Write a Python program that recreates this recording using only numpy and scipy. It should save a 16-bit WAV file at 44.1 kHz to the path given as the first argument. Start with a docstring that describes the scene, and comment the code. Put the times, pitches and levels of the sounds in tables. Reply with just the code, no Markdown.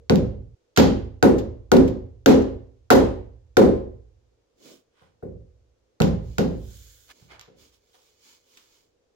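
"""The boom of an earlier blow dies away in a bare room while a rubber mallet drives a timber stair post
onto its joint, close to a phone: blows ring post and boards (decaying waves, filtered noise), the joint cracks.
A pause with a cloth rustle, a soft bump and one faint blow follows, then two more blows.
Then a palm wipes the wood, clothes rustle, things scrape (all filtered noise), soft bumps land on the timber
and a glue bottle is picked up and opened with clicks (short noise bursts). Faint room air lies under everything."""
import sys
import numpy as np
from scipy import signal
from scipy.fft import rfft, irfft, next_fast_len
from scipy.io import wavfile
from scipy.ndimage import uniform_filter1d, minimum_filter1d

SR = 44100
rng = np.random.default_rng(int(sys.argv[2]) if len(sys.argv) > 2 else 0)


def bounce(signal):
    """Save signal as a 16-bit WAV file at the path given by the first command-line argument."""
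    frames = np.transpose(np.atleast_2d(signal))
    limited = np.clip(frames, -1, 1)
    pcm = np.round(limited * 32767).astype(np.int16)
    wavfile.write(sys.argv[1], SR, pcm)


N = 403515
RING = np.arange(int(1.2 * SR)) / SR  # time axis of one ring (s)
TOP_HZ = 16200  # upper edge of the sound


def strikes():
    """All blows, bumps and ticks share one wood and one room, so they belong together."""
    out, room = np.zeros((2, N)), diffuse()
    # the shorter the wave, the more its phase differs between the ports
    apart = np.minimum(np.array(TIMBER_MODES)[:, :1] / 280, 2.0)
    side = rng.choice([-1, 1], (len(TIMBER_MODES), 1)) * np.array([.5, -.5])
    phases = rng.uniform(0, 2 * np.pi, (len(TIMBER_MODES), 1)) + apart * side
    mallet_blows(out, phases, room)
    earlier_boom(out, phases, room)
    soft_bumps(out, phases, room)
    ticks(out)
    return out


# mallet blows, levels relative within a blow: (t/s, thump level/dB, spot on the post 0 = high up to 1 = foot,
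# stair boom level/dB, knock level/dB, clack level/dB, joint slip level/dB, slip length/ms)
MALLET_BLOWS = [ (0.097, 0.5, 0.13, -8.5, -14, -27, -8, 0.34),
                (0.774, -2.5, 0.77, -6, -10, -16, -4.5, 1.88), (1.226, -3, 0.76, -9, -7.5, -18, -16, 1.6),
                (1.717, -0.5, 1, -7, -6.5, -18, -13.5, 1.38), (2.26, -2, 0.89, -9, -3.5, -14.5, -9, 2.28),
                (2.9031, -4, 0.89, -8, -7, -11.5, -14, 4.56), (3.569, -0.5, 0.57, -8, -3, -16, -15, 1.93),
                (5.225, -22.5, .02, -24.5, -32, -54.5, -90, 0.81),
                (6.002, 0, .12, -9, -18.5, -26.5, -22, 1.15),
                (6.383, -5, 0.27, -12.5, -19.5, -29.5, -20.5, 1.9)]


def mallet_blows(out, phases, room):
    """Each blow rings on until it fades or is cut off."""
    for s, *hit in MALLET_BLOWS:
        add(out, until_stop(blow(phases, room, *hit), s), s)


# towards the foot of the post its thump rises and its knock falls: f/Hz (high up, at the foot)
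THUMP_HZ, KNOCK_HZ = (164, 243), (510, 372)
# at a slip of 1 ms: echo relative to the snap, top treble, and hard note relative to the clack
ECHO_DB, SPARKLE_DB, TOCK_DB = -19.5, -6, 2.5
# a longer slip raises all three (dB per doubling of its length)
ECHO_GROWTH_DB, SPARKLE_GROWTH_DB, TOCK_GROWTH_DB = 5, 5.5, 3.5


def blow(phases, room, thump_db, spot, boom_db, knock_db, clack_db, slip_db, slip_ms,
         body_db=-2.5, joint_db=-1.0):
    """The spot sets the pitch of the wood, the length of the slip sets how much the joint cracks."""
    doublings = np.log2(max(slip_ms, .1))
    joint = undb(ECHO_DB + ECHO_GROWTH_DB * doublings) * crack()
    add(joint, snap(slip_ms), 0)
    sparkle_db = SPARKLE_DB + SPARKLE_GROWTH_DB * doublings
    joint = colour(colour(joint, wood_ripple()), [(6000, 0.0046), (11000, sparkle_db)])
    thump_hz = np.interp(spot, (0, 1), THUMP_HZ)
    knock_hz = np.interp(spot, (0, 1), KNOCK_HZ)
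    wood = body(phases, room, boom_db, thump_db, thump_hz, knock_db, knock_hz, clack_db)
    note = undb(clack_db + TOCK_DB + TOCK_GROWTH_DB * doublings) * tock()
    return undb(body_db) * wood + note + undb(joint_db + slip_db) * joint


# the dense ring of the whole stair in the room: (f/Hz, level/dB per Hz)
STAIR_COLOUR = [(25, -13.5), (50, -4.5), (100, -2), (145, -10), (200, 3), (400, 3), (540, 1.5), (630, -8.5),
                (800, -8), (1150, -14.5), (1500, -19), (2000, -24), (3200, -39.5)]


def body(phases, room, boom_db, thump_db, thump_hz, knock_db, knock_hz, clack_db,
         fresh=.7, modes_db=-4, stair_db=-1.5, push=2.5, contact_s=0.0084, valley_db=-4.5, give_s=0.0023):
    """Modes and dense ring, weighted by where and how hard the rubber lands."""
    # part of the room sound is the same each time, part is fresh
    stair = unit(colour(room + fresh * diffuse(), STAIR_COLOUR), size=4410)
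    ring = undb(modes_db) * timber(phases) + undb(stair_db) * stair
    # while the rubber presses, the short bending waves of the post are driven directly
    bending = colour(ring, [(250, -17.5), (700, 1.5), (1400, -0.5), (2500, -6.0)])
    ring = ring + push * np.exp(-RING / contact_s) * bending
    # the further apart thump and knock lie, the deeper the valley between them
    valley = (thump_db + knock_db) / 2 + valley_db * np.log2(knock_hz / thump_hz) ** 2
    weights = [(20, boom_db - 12.0), (45, boom_db), (thump_hz / 1.8, boom_db), (thump_hz, thump_db),
               (np.sqrt(thump_hz * knock_hz), valley), (knock_hz, knock_db), (900, clack_db + 3)]
    soft_start = 1 - np.exp(-RING / give_s)  # the rubber gives way at first
    return colour(ring * soft_start, weights)


# modes of the post and its boards, before scatter: (f/Hz, relative level/dB, t60/s = time to fade by 60 dB)
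TIMBER_MODES = [(58.9, -13.5, 0.98), (73.22, -17.5, 0.96), (85, -20, 0.89), (115.1, -18.5, 1),
                (161.2, -6, 0.42), (192.7, -7.5, 0.27), (205.5, -7.5, .4), (219.1, -8.5, 0.44),
                (238.5, -6, 0.31), (259.8, -7.5, .42), (265.8, 0.5, .46), (286, -8.5, .4), (341, -4, 0.49),
                (379.5, -2, 0.49), (414, -7.5, 0.43), (459.5, -7.5, 0.32), (488, -3, 0.23),
                (530.7, -1.5, 0.45), (740, -4, 0.29), (805.5, -12, 0.5), (947, -9.5, 0.24),
                (1032, -14.5, 0.48), (1297, -14.5, 0.17), (1440, -12.5, 0.19), (1470, -8.5, 0.23),
                (1573, -10.5, 0.15), (1870, -21.5, 0.17), (2360, -28.5, 0.34), (3760, -20, 0.15)]


def timber(phases, scatter_db=3.0, detune=.006):
    """The modes of the wood as fading waves; each blow lands on a slightly different spot."""
    out = 0
    scatter = rng.standard_normal((len(TIMBER_MODES), 2))
    for (hz, db, t60), phase, (size, shift) in zip(TIMBER_MODES, phases, scatter):
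        wave = np.sin(2 * np.pi * hz * (1 + detune * shift) * RING + phase[:, None])
        out = out + undb(db + scatter_db * size) * wave * bloom(hz, t60)
    return unit(out, size=4410)


# the direct snap of the joint: (f/Hz, level/dB per Hz)
SNAP_COLOUR = [(400, -4), (1400, 3), (2200, 7), (4000, 4), (7200, 1), (9500, -16), (13500, -10),
               (16000, -14.5)]


def snap(slip_ms, spiky_db=4, right_db=3, apart=1.0):
    """The joint slips in a burst of tiny fractures, which reach the left port first."""
    size = 4096
    burst = np.exp(-(RING[:size] * 1000 / max(slip_ms, .2)) ** 2 / 2)
    grains = burst * undb(spiky_db * rng.standard_normal(size))
    ports = grains * (rng.standard_normal(size) + apart * rng.standard_normal((2, size)))
    ports[1] = np.roll(ports[1], 11)  # right port 0.25 ms later
    ports = colour(ports, SNAP_COLOUR)
    level = np.sqrt(2 * np.sum(burst ** 2) / np.sum(ports ** 2))
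    return ports * level * tilt(right_db)


# splitting, rubbing fibres in the joint: (f/Hz, level/dB per Hz)
CRACK_COLOUR = [(500, -4), (1300, 6.5), (2200, 4.5), (4000, 5), (7200, -1), (8500, -25), (10500, -20),
                (13500, -4.5), (16000, -29.5)]


def crack(early=.6, early_s=0.039, right_db=2):
    """The snap comes back from nearby boards first, then from the walls."""
    echoes = diffuse() * (1 + early * np.exp(-RING / early_s))
    return unit(colour(echoes, CRACK_COLOUR), size=882) * tilt(right_db)


def tock(hz=1420, t60=0.023, spread=0.04, ports_apart=1.3):
    """The struck end of the post gives a short hard note, which meets the two ports out of phase."""
    pitch = hz * (1 + spread * rng.standard_normal((2, 1, 1)))  # two waves, slightly apart
    phase = rng.uniform(0, 2 * np.pi, (2, 1, 1)) + np.array([[0], [ports_apart]])  # radians
    note = np.sin(2 * np.pi * pitch * RING + phase).sum(axis=0)
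    return note * np.exp(-np.log(1000) * RING / t60) * (1 - np.exp(-RING * hz))


def earlier_boom(out, phases, room, db=-17, s=-0.4):
    """The boom of an earlier blow is still dying away."""
    boom = body(phases, room, db, db, 185, db + 6, 500, db - 17.5)
    add(out, until_stop(boom, s), s)


# soft bumps of hands and knees, relative levels: (t/s, thump level/dB, knock level/dB, clack level/dB)
SOFT_BUMPS = [(5.014, -49, -65, -63), (7.214, -42, -74, -71), (7.476, -46.5, -54, -69),
              (7.544, -61, -66.5, -80), (7.941, -78, -68, -64.5)]


def soft_bumps(out, phases, room, damp_s=0.81, soft_s=0.00098):
    """Flesh lands slowly on the timber and damps it."""
    touch = np.exp(-RING / damp_s) * (1 - np.exp(-RING / soft_s))
    for s, thump, knock, clack in SOFT_BUMPS:
        add(out, body(phases, room, thump, thump, 152, knock, 470, clack) * touch, s)


# the joint ticks and creaks as it gives and settles, the mallet touches the wood just before one blow, the
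# bottle cap clicks: (t/s, level/dB, length/ms)
TICKS_AND_CLICKS = [(0.1573, -27, 1.1), (0.762, -30.5, 7.8), (1.383, -43, 13), (1.767, -27.5, 2.3),
                    (1.877, -44, 9), (2.314, -31, 1.5), (3.581, -28.5, 3), (2.42, -47.5, 5.9),
                    (6.019, -18.5, 1.25), (6.075, -45, 5.5), (7.395, -36.5, 0.79), (7.411, -41, 2.4),
                    (8.572, -47.5, 4.8)]


def ticks(out, wet_db=-13):
    """Small bursts like the snap of the joint, each with an echo from the room."""
    echo = crack()
    for s, db, ms in TICKS_AND_CLICKS:
        add(out, undb(db) * colour(snap(ms), wood_ripple()), s)
        # a longer tick feeds the room more energy
        add(out, until_stop(undb(db + wet_db) * np.sqrt(ms / 4) * echo, s), s)


# whatever of the ringing, echoes and wipe still sounds stops short at these moments: (t/s)
STOP_TIMES = [.555, 7.125]


def until_stop(x, s):
    """Cut a sound that began at s at the next stop, with a fade of a few milliseconds."""
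    end = min([stop for stop in STOP_TIMES if stop > s], default=np.inf)
    return x * np.clip((end - s - np.arange(x.shape[-1]) / SR) / 0.00843, 0, 1)


# decay in the room: (f/Hz, t60/s)
ROOM_DECAY = [(50, 0.93), (100, 0.76), (200, 0.35), (450, 0.51), (900, 0.46), (1500, 0.43), (2500, .46),
              (7000, 0.35), (9000, 0.37), (15000, 0.17)]


def diffuse():
    """Dense reflections, each half-octave with its own build-up and decay."""
    spectrum, out = rfft(field(len(RING))), 0
    octave = np.log2(np.maximum(np.fft.rfftfreq(len(RING), 1 / SR), 1))
    for centre in np.arange(4.5, 14.6, .5):
        part = irfft(spectrum * np.maximum(1 - 2 * abs(octave - centre), 0), len(RING))
        out = out + part * bloom(2 ** centre, lookup(ROOM_DECAY, 2 ** centre))
    return out


def bloom(hz, t60, cycles=11, first=0.53, slow_hz=150):
    """A ring spreads through stair and room over some cycles, so lows come late, then dies away."""
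    at_once = first * hz / (hz + slow_hz)
    build_up = 1 - (1 - at_once) * np.exp(-RING * hz / cycles)
    return build_up * np.exp(-np.log(1000) * RING / t60)


def wood_ripple(depth_db=1.5, count=110):
    """Crowded high modes of the wood: random peaks and gaps for the spot touched, as (f/Hz, level/dB)."""
    gains = depth_db * np.clip(rng.standard_normal(count), -2, 2)
    gains[0] = 0
    return np.transpose([np.geomspace(600, TOP_HZ, count), gains])


def handling(right_db=3):
    """Wiping, cloth and scrapes all come from one sliding noise, a little louder on the right."""
    slide = friction()
    return (palm_wipe(slide) + cloth(slide) + scrapes(slide)) * tilt(right_db)


def friction(grain_db=1.0, size=110, wander=9):
    """Sliding contact: noise that catches and lets go, changing colour as the hand moves from spot to spot."""
    here, there = (colour(field(N), wood_ripple(depth_db=3.5)) for _ in range(2))
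    place = np.cumsum(rng.standard_normal(N)) * np.sqrt(wander / SR)  # random walk
    catch = undb(grain_db * unit(uniform_filter1d(rng.standard_normal(N), size)))
    return catch * (here * np.cos(place) + there * np.sin(place))


WIPE_S, WIPE_RISE_S, WIPE_FALL_S, WIPE_DB = 6.76, 0.12, 0.34, -54
# the hiss of the palm on the post: (f/Hz, level/dB)
PALM_COLOUR = [(700, -19.5), (1200, -12), (1550, -2.5), (2300, -9), (3500, 0.5), (5000, -1.5), (7000, 3.5),
               (8500, -8.5), (13000, -4.5), (16000, -6)]


def palm_wipe(slide):
    """The palm wipes the post once, quick to start and slow to ease off, then stops short."""
    wipe = swell(WIPE_S, WIPE_RISE_S, WIPE_FALL_S) * (np.arange(N) / SR < STOP_TIMES[-1])
    return undb(WIPE_DB) * wipe * unit(colour(slide, PALM_COLOUR))


# the hiss of sliding cloth: (f/Hz, level/dB per Hz)
CLOTH_COLOUR = [(530, -28), (900, -2), (1570, -7.5), (2220, -3.5), (3550, 0), (5280, 0), (6970, -1),
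                (8550, -11), (12600, -13.5), (16000, -10.5)]
# strokes of cloth, each a swell and a fade: (peak t/s, rise t/s, fall t/s, hiss level/dB, low rustle level/dB)
CLOTH_STROKES = [(4.685, 0.066, 0.084, -52.5, -50.5), (6.31, 0.085, 0.36, -62.5, -81),
                 (7.19, 0.073, 0.12, -62, -67), (7.62, 0.041, 0.078, -57.5, -64),
                 (7.74, 0.014, 0.035, -65, -82), (8.04, 0.19, 0.13, -64.5, -92),
                 (8.291, 0.072, 0.081, -55.5, -71), (8.57, 0.11, 0.13, -60, -74.5),
                 (8.749, 0.052, 0.11, -65.5, -82.5)]
RUSTLE_HZ, RUSTLE_OCTAVES = 327.2, 0.67


def cloth(slide):
    """Sliding cloth gives a bright hiss and a low rustle."""
    hiss, rustle = unit(colour(slide, CLOTH_COLOUR)), band(slide, RUSTLE_HZ, RUSTLE_OCTAVES)
    out = 0
    for s, rise, fall, hiss_db, rustle_db in CLOTH_STROKES:
        out = out + swell(s, rise, fall) * (undb(hiss_db) * hiss + undb(rustle_db) * rustle)
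    return out


# short scrapes on wood and floor: (peak t/s, rise t/s, fall t/s, level/dB, centre f/Hz)
SHORT_SCRAPES = [(5.01, 0.061, 0.093, -65.5, 1300), (7.108, 0.017, .013, -49, 1400),
                 (7.32, 0.021, 0.046, -49.5, 966), (7.41, 0.088, 0.074, -60, 748),
                 (7.95, .012, 0.021, -65.5, 1990)]
SCRAPE_OCTAVES = 1.29


def scrapes(slide):
    """A brief slide on something hard sounds like noise around one pitch."""
    out = 0
    for s, rise, fall, db, hz in SHORT_SCRAPES:
        out = out + swell(s, rise, fall) * undb(db) * band(slide, hz, SCRAPE_OCTAVES)
    return out


def swell(peak_s, rise_s, fall_s):
    """A sliding movement gathers speed and slows again."""
    t = np.arange(N) / SR - peak_s
    return np.exp(-np.minimum((t / np.where(t < 0, rise_s, fall_s)) ** 2, 20))


# the steady air of the room, with a raised band near 490 Hz: (f/Hz, level/dB per Hz)
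AIR_COLOUR = [(25, -13), (45, -8), (90, -7), (170, -16.5), (300, -9), (400, -5.5), (490, -2), (620, -13.5),
              (900, -19.5), (2000, -26), (6500, -27), (9000, -39), (16000, -48.5)]
AIR_DB = -70.5


def room_air():
    """Faint steady noise, coloured by the room."""
    return undb(AIR_DB) * unit(colour(field(N), AIR_COLOUR))


def field(size, alike_hz=230):
    """Diffuse noise at two ports: long waves reach both alike."""
    own, shared = rfft(rng.standard_normal((2, size))), rfft(rng.standard_normal(size))
    alike = 1 / (1 + (np.fft.rfftfreq(size, 1 / SR) / alike_hz) ** 2)
    return irfft(np.sqrt(alike) * shared + np.sqrt(1 - alike) * own, size)


def undb(db):
    """Decibels to gain."""
    return 10 ** (np.asarray(db) / 20)


def tilt(right_db):
    """Gains that make the right port this much louder than the left."""
    return undb(np.array([[-right_db], [right_db]]) / 2)


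def lookup(table, hz):
    """Read (f/Hz, value) points on a log-frequency axis."""
    points, values = np.transpose(table)
    return np.interp(np.log(np.maximum(hz, 1)), np.log(points), values)


def colour(x, table):
    """Filter with a (f/Hz, level/dB) response that never sounds ahead of its input."""
    size = next_fast_len(x.shape[-1] // 2 + 2048) * 2
    cepstrum = irfft(np.log(undb(lookup(table, np.fft.rfftfreq(size, 1 / SR)))))
    # folding the cepstrum forward in time gives minimum phase
    cepstrum[1:size // 2] *= 2
    cepstrum[size // 2 + 1:] = 0
    return irfft(rfft(x, size) * np.exp(rfft(cepstrum)))[..., :x.shape[-1]]


def band(x, hz, octaves):
    """A bell-shaped band of x, at rms 1."""
    size = next_fast_len(N // 2 + 1) * 2
    distance = np.log2(np.maximum(np.fft.rfftfreq(size, 1 / SR), 1) / hz) / octaves
    return unit(irfft(rfft(x, size) * np.exp(-.5 * distance ** 2))[..., :N])


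def unit(x, size=None):
    """Scale to rms 1 over the first samples, or over all of them."""
    return x / np.sqrt(np.mean(x[..., :size] ** 2))


def add(out, x, s):
    """Mix x in at time s."""
    i = int(s * SR)
    a, b = max(i, 0), min(i + x.shape[-1], out.shape[-1])
    out[:, a:b] += x[..., a - i:b - i]


def scene():
    """Carpentry over the faint air of the room."""
    return strikes() + handling() + room_air()


def limiter(x, top_db, hold_s=0.0067):
    """Turn both ports down for a moment around every peak that passes the top."""
    size = int(hold_s * SR) + 1
    need = np.minimum(1, undb(top_db) / (np.abs(x).max(axis=0) + 1e-9))
    return x * uniform_filter1d(minimum_filter1d(need, size), size)


def record(dry, bass_right_db=4.0, top_right_db=3):
    """The right port hears more bass and top; the phone holds down tall peaks and cuts the highest treble."""
    ports = []
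    for x, side in zip(dry, (-1, 1)):
        response = [(90, side * bass_right_db / 2), (320, 0), (8000, 0.0007), (12000, side * top_right_db / 2)]
        ports.append(colour(x, response))
    held = limiter(np.array(ports), top_db=-1.2)
    treble_cut = signal.ellip(8, .2, 70, TOP_HZ, fs=SR, output="sos")
    return signal.sosfilt(treble_cut, held)


dry = scene()
out = record(dry)
bounce(out)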